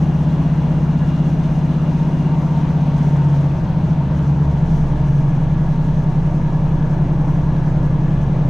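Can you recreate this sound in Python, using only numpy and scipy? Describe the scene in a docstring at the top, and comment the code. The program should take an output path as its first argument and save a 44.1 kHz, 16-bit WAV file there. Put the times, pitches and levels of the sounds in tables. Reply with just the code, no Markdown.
"""Diesel railcar at speed, heard inside

The six-cylinder engine under the floor knocks the body into its low modes; at a gear change the revs fall
by a third, so the fast throb turns into a slower beat. Firings are clicks into resonators; pure engine notes
and an axle hum are sines. Filtered noise gives the rumble, roar and the hiss of draught and loose trim, which
buzzes with the drone; wavering sines are the faint tones of wheels, gears and fans."""
import sys
import numpy as np
from scipy import signal
from scipy.io import wavfile

SR = 44100
rng = np.random.default_rng(int(sys.argv[2]) if len(sys.argv) > 2 else 0)


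def bounce(signal):
    """Save signal as a 16-bit WAV file at the path given by the first command-line argument."""
    frames = np.transpose(np.atleast_2d(signal))
    limited = np.clip(frames, -1, 1)
    pcm = np.round(limited * 32767).astype(np.int16)
    wavfile.write(sys.argv[1], SR, pcm)


N = 374409
T_S = np.arange(N) / SR
LEFT_RIGHT = np.array([[1], [-1]])
SPEED_GAIN_PER_S = .005026   # share of the starting speed gained every second
# engine rate in four-stroke cycles (two crank turns) per second, around the gear change
HIGH_CYCLES_HZ, LOW_CYCLES_HZ, CREEP_HZ_PER_S = 16.0979, 10.525, .0675
SHIFT_S, SHIFT_EASE_S = 4.1381, .3191


def from_db(db):
    """Decibels to gain."""
    return 10 ** (np.asarray(db) / 20)


def rms_one(x):
    """Scale to unit rms."""
    return x / np.sqrt(np.mean(x ** 2) + 1e-20)


def in_time(rows, lead_s=0):
    """Columns of a curve table, sample by sample, starting lead_s early."""
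    s, *columns = np.transpose(rows)
    t_s = np.arange(-lead_s * SR, N) / SR
    return [np.interp(t_s, s, column) for column in columns]


def at_hz(points, hz):
    """A spectrum table read on a log frequency axis."""
    table = np.array(points)
    return np.interp(np.log(hz), np.log(table[:, 0] + 1), table[:, 1])


def drift(rate_hz):
    """Slow random curve of spread 1: coarse noise through a double one-pole low-pass."""
    step = 40   # samples per coarse point
    pole = np.exp(-2 * np.pi * step * max(rate_hz, .05) / SR)
    coarse = rng.standard_normal(N // step + 4002)
    slow = signal.lfilter([1], [1, -2 * pole, pole * pole], coarse)[4000:]   # drop the filter's start
    return np.interp(np.arange(N) / step, np.arange(len(slow)), rms_one(slow - slow.mean()))


def stereo(mid, side, hz):
    """Left and right from mid and side, with the width and lean of one pitch region."""
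    # side against mid: hz, side_minus_mid_db
    side_share = [(20, -17), (60, -33), (110, -36.5), (200, -19), (370, -23), (690, -18.5), (1260, -5.5),
                  (2330, -8.5), (4280, -6.5), (7880, -7.5), (14500, -3)]
    # balance: hz, left_minus_right_db
    left_lean = [(20, -1.5), (60, 0.5), (200, 2.5), (370, -1), (690, 3.5), (1260, 0.1), (2330, 4),
                 (4280, -0.5), (7880, 2.5), (14500, 2.5)]
    side = from_db(at_hz(side_share, hz)) * side
    return (mid + side * LEFT_RIGHT) * from_db(at_hz(left_lean, hz) / 2 * LEFT_RIGHT)


def noise_bands(spectrum, patchy_db, tilt_db_per_oct=0, per_octave=3):
    """Stereo noise in narrow bands, each with its own level and flicker; rms 1."""
    low_hz, high_hz = spectrum[0][0], min(spectrum[-1][0], .45 * SR)
    edges_hz = np.geomspace(low_hz, high_hz, int(per_octave * np.log2(high_hz / low_hz)) + 1)
    white = rng.standard_normal((2, 2, N))   # two stereo pairs, taken in turn by neighbouring bands
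    out = 0
    for k, (low, high) in enumerate(zip(edges_hz, edges_hz[1:])):
        band = signal.butter(2, [low, high], "band", fs=SR, output="sos")
        mid, side = signal.sosfilt(band, white[k % 2])
        hz = np.sqrt(low * high)
        tilt_db = tilt_db_per_oct * max(np.log2(hz / 1000), 0)   # acts above 1 kHz only
        level_db = at_hz(spectrum, hz) + patchy_db * drift(6.0) + tilt_db
        out = out + from_db(level_db) * stereo(mid, side, hz)
    return rms_one(out)


def rumble():
    """Low rumble of wheels and frame: patchy noise at a steady overall level."""
    # spectrum shape: hz, density_db_per_hz
    rumble_shape = [(6, -8.5), (14, -5), (25, -6.5), (40, -3.5), (65, -6), (85, -6), (105, -10),
                    (130, -9.5), (160, -1), (185, -12.5), (205, -11), (250, -8.5), (275, -6.5), (315, -16),
                    (380, -30)]
    return from_db(-28) * noise_bands(rumble_shape, patchy_db=1.9, per_octave=3)


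def roar():
    """Rolling and air roar: noise whose level and treble tilt move slowly."""
    # spectrum shape: hz, density_db_per_hz
    roar_shape = [(230, -20.5), (310, -3.5), (389, -10.5), (448, -8.5), (485, -9.5), (601, -7.5),
                  (835, -11.5), (940, -7.5), (1180, -20), (1470, -19), (1690, -24), (2070, -26.5),
                  (2910, -29.5), (3700, -32.5), (5000, -42.5), (6000, -63.5)]
    # course: time_s, level_db, tilt_db_per_octave above 1 kHz
    rolling = [(0, -32, 0), (1.5, -32.5, 0.13), (3, -31.5, 0.1), (4.5, -32.5, -0.5), (6, -33, -.5),
               (7.2, -31.5, -2), (8.49, -32, -1.2)]
    level_db, tilt = in_time(rolling)
    return from_db(level_db) * noise_bands(roar_shape, patchy_db=1.0, tilt_db_per_oct=tilt, per_octave=4)


def tones():
    """Wheels, gears and fans: a steady sine plus a part wavering in strength and phase, spread in stereo."""
    # tones: start_s, end_s, pitch_hz at starting speed, share of the speed gain followed,
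    # level_db (rms), waver_hz
    tone_rows = [(-1, 9, 224, .7, -47, 1), (-1, 2.6, 266, 1, -40, 2.5), (2.7, 3.5, 272, 0, -36, 1),
                 (6.5, 9, 265.5, 1.2, -40, 1.5), (-1, 9, 289, 1, -40, .7), (-1, 9, 328, 1.1, -42, .8),
                 (-1, 9, 362, .4, -48, 4), (2, 9, 435.5, 1.1, -47, 1), (6.8, 9, 521, .5, -48, 6),
                 (-1, 9, 612, 0, -47.5, 10), (1.1, 6.8, 910, .3, -46, 7), (2.4, 3.6, 914, 0, -45, 2),
                 (1.7, 6.9, 938, 0, -49, 9), (.1, 2.1, 1670, .8, -60, 5), (5.1, 9, 1650, .35, -56.5, 12),
                 (4.5, 9, 1690, 0, -55.5, 50), (6.2, 8.3, 1670, .75, -60, 3), (8, 9, 1745, 0, -58, 6),
                 (-1, 2.26, 2821, 0, -57.5, 1.6), (2.1, 2.4, 2810, 0, -54, .3), (-1, 2.4, 2841, 0, -63, 8),
                 (-1, 2.4, 2573, 0, -66, 4), (-1, 3, 3386, 0, -70, 4), (-1, 3, 1416, 0, -61, 4)]
    steady_hz = 3   # the slower the waver against this, the purer the tone
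    out = 0
    for start_s, end_s, start_hz, follows, level_db, waver_hz in tone_rows:
        hz = start_hz * (1 + follows * SPEED_GAIN_PER_S * T_S)
        spin = np.exp(2j * np.pi * (np.cumsum(hz) / SR + rng.random()))
        wobble = spin * (drift(waver_hz) + 1j * drift(waver_hz))
        mid = rms_one(np.real(steady_hz / waver_hz * spin + wobble))
        side = rms_one(np.imag(wobble))
        fade = np.clip(np.minimum(T_S - start_s, end_s - T_S) / 0.099, 0, 1)
        out = out + from_db(level_db) * fade * stereo(mid, side, start_hz)
    return out


def hiss(drone):
    """Draught and trim: noise; the trim presses and lifts with the drone, which modulates its strength."""
    # spectrum shape: hz, density_db_per_hz
    hiss_shape = [(3200, -36.5), (4400, -8), (5000, -11.5), (5700, -2.5), (6300, -3.5), (6600, -6),
                  (6800, -10), (7600, -9.5), (8100, -22), (9200, -15.5), (9700, -20.5), (10800, -18),
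                  (12000, -20.5), (13200, -26), (14000, -35.5), (14900, -49)]
    # base level: time_s, level_db
    hiss_course = [(0, -57), (.45, -57.5), (2.85, -57), (3.7, -61.5), (4.5, -58.5), (8.49, -59.5)]
    # brief bell-shaped swells: centre_s, rise_db, half_length_s
    swells = [(1.3, 1.8, 0.048), (3.08, 2.9, 0.11), (3.421, 3.9, 0.22), (3.88, 3.9, 0.056),
              (4.2, 3.1, 0.063), (4.75, 4.1, .09), (5.18, 1.7, 0.1)]
    flutter_db, flutter_hz = 1.23, 18
    buzz = 1 + 0.14 * rms_one(drone)
    swell_db = sum(rise_db * np.exp(-((T_S - s) / half_s) ** 2) for s, rise_db, half_s in swells)
    level_db = in_time(hiss_course)[0] + swell_db + flutter_db * drift(flutter_hz)
    return from_db(level_db) * rms_one(buzz * noise_bands(hiss_shape, patchy_db=0.5, per_octave=6))


def axle_hum():
    """A clean sine that climbs with the train's speed and beats against the exhaust boom."""
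    # level: time_s, level_db (rms)
    hum_course = [(0, -27.5), (2, -34), (3, -31.5), (8.49, -29)]
    hz = 64.7 * (1 + SPEED_GAIN_PER_S * T_S)
    return np.sqrt(2) * from_db(in_time(hum_course)[0]) * np.sin(2 * np.pi * np.cumsum(hz) / SR)


def cycle_rate_hz(t_s):
    """Engine cycles per second: an S-curve from high to low, then a creep up with the speed."""
    low = LOW_CYCLES_HZ + CREEP_HZ_PER_S * (t_s - SHIFT_S)
    return HIGH_CYCLES_HZ + (low - HIGH_CYCLES_HZ) / (1 + np.exp((SHIFT_S - t_s) / SHIFT_EASE_S))


def firing_clicks(cycles, t_s, run_in_s):
    """One click per firing; timing and strength change for a moment just after the revs have fallen."""
    # each cylinder's blow felt in the floor: crank_deg in the 720 cycle, blow_db,
    # change_db added and delay_deg later in that moment
    firings = [(-24.5, 8, -0.2, 3.0), (100, 5, 2, -4.0), (231, 11, -1.8, 2), (377.5, 9.97, -0.3, -4.0),
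               (482.5, 7.97, 0.5, -3.0), (658, 7.35, 2.2, -4.0)]
    # engine load: time_s, load_db
    load_course = [(0, 0.7), (3, -0.5), (3.4, -1.5), (3.62, -0.3), (3.9, -1.2), (4.15, -1), (4.42, -1.6),
                   (4.7, -2.5), (4.95, -3.3), (5.3, -1.7), (6, -0.8), (8.49, -1.8)]
    moment_s, moment_half_s = 5.2, 0.36   # middle, half length
    load_db, = in_time(load_course, lead_s=run_in_s)
    moment = np.exp(-((t_s - moment_s) / moment_half_s) ** 2)
    clicks = np.full(len(cycles), 1e-18)
    for crank_deg, blow_db, change_db, delay_deg in firings:
        at = np.flatnonzero(np.diff(np.floor(cycles - (crank_deg + delay_deg * moment) / 720)))
        scatter_db = .3 * rng.standard_normal(len(at))
        clicks[at] += from_db(blow_db + change_db * moment[at] + load_db[at] + scatter_db)
    return clicks


def body_drone(clicks):
    """Every click rings all floor and cabin modes as decaying sines."""
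    # modes: pitch_hz, level_db, t60_s, sign at the seat
    body_modes = [(68.7, -50.5, 0.6, 1), (82.2, -56, 0.6, 1), (94.2, -44, 0.34, -1), (108, -51.5, 0.18, -1),
                  (119.4, -40.5, 1, 1), (133.9, -42.5, 0.32, 1), (140.94, -22, 0.23, 1),
                  (142.99, -28.5, 0.78, -1), (147.74, -19.5, 0.17, -1), (152.62, -24.5, 0.35, 1),
                  (159.47, -26.5, 0.31, -1), (169, -45, 0.26, 1), (176.8, -44, 0.53, 1),
                  (193.9, -34.5, 0.28, 1), (223.6, -46, 0.36, 1), (240.14, -53, 1, 1),
                  (274.8, -59, 0.73, 1)]
    drone = 0
    for hz, level_db, t60_s, sign in body_modes:
        r, w = from_db(-60 / (t60_s * SR)), 2 * np.pi * hz / SR
        ring = signal.lfilter([0, np.sin(w)], [1, -2 * r * np.cos(w), r * r], clicks)
        drone = drone + np.sign(sign) * from_db(level_db) * ring
    # the drone carries nothing deeper than about 45 Hz
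    return signal.sosfilt(signal.butter(2, 45, "high", fs=SR, output="sos"), drone)


def engine_notes(turn, rate_hz):
    """Sines locked to the crank angle, swelling as the revs pass cabin resonances."""
    # note levels (rms): cycles_hz, shake_db once per turn, boom_db of the exhaust once per firing,
    # growl_db a fifth above the boom, octave_db of the boom
    note_levels = [(10.7, -23.5, -36, -35, -30.5), (10.9, -25, -28.5, -36, -23.5),
                   (11.15, -20.5, -31.5, -38.5, -21), (11.9, -31.5, -20.5, -27.5, -30.5),
                   (12.35, -36, -28.5, -44, -14.5), (13, -41.5, -27, -41.5, -32),
                   (14.6, -33.5, -40.5, -46.5, -22), (16.1, -35.5, -49, -48.5, -52)]
    # multiples of the crank speed that sing out near a cabin resonance at 155 Hz
    sing_multiples = [7, 5.5]
    # their peaks: level_db (rms), peak_cycles_hz, half_width_cycles_hz
    sing_peaks = [(-23, 11.4, 0.33), (-24, 13.9, 0.38)]
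    at_rate, *levels = np.transpose(note_levels)
    shake, boom, growl, octave = [from_db(np.interp(rate_hz, at_rate, db)) for db in levels]
    notes = shake * np.cos(turn) + boom * np.sin(3 * turn)
    notes = notes - octave * np.cos(6 * turn) + growl * np.sin(4.5 * turn)
    for multiple, (level_db, peak_hz, half_hz) in zip(sing_multiples, sing_peaks):
        swell = from_db(level_db) * np.exp(-((rate_hz - peak_hz) / half_hz) ** 2)
        notes = notes + swell * np.sin(multiple * turn)
    return np.sqrt(2) * notes


def engine():
    """Body drone and pure notes share one crank, run in beforehand so the modes already ring."""
    run_in_s = 2
    t_s = np.arange(-run_in_s * SR, N) / SR
    rate_hz = cycle_rate_hz(t_s)
    cycles = np.cumsum(rate_hz) / SR
    cycles = cycles - cycles[run_in_s * SR]
    drone = body_drone(firing_clicks(cycles, t_s, run_in_s))
    turn = 4 * np.pi * cycles[-N:]   # crank angle, rad
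    return drone[-N:], engine_notes(turn, rate_hz[-N:])


def engine_stereo(low):
    """Engine near the middle; left panels ring in two bands, the deepest shake is stronger on the right."""
    # panels: pitch_hz, width_hz, side_minus_mid_db at high revs, loss_db per cycle/s below them
    panels = [(73, 25, -25.5, 1.5), (168.6, 14, -19, 2)]
    deep_hz, deep_db, side_db = 32, -14, -38
    slower_hz = HIGH_CYCLES_HZ - cycle_rate_hz(T_S)
    deep = signal.sosfiltfilt(signal.butter(2, deep_hz, fs=SR, output="sos"), low)
    side = from_db(side_db) * low - from_db(deep_db) * deep
    for hz, width_hz, level_db, loss_db in panels:
        ring = signal.lfilter(*signal.iirpeak(hz, hz / width_hz, fs=SR), low)
        side = side + from_db(level_db - loss_db * slower_hz) * ring
    return low + side * LEFT_RIGHT


def scene():
    """Engine and axle hum near the middle; noises and tones around them."""
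    drone, notes = engine()
    background = rumble() + roar() + tones() + hiss(drone)
    return background + engine_stereo(drone + notes + axle_hum())


def record(dry):
    """Peaks are rounded, the top is cut steeply."""
    peak_top, cutoff_hz = 0.7, 15000   # soft ceiling, stopband edge
    rounded = dry / (1 + (dry / peak_top) ** 4) ** .25
    return signal.sosfilt(signal.cheby2(12, 70, cutoff_hz, fs=SR, output="sos"), rounded)


dry = scene()
out = record(dry)
bounce(out)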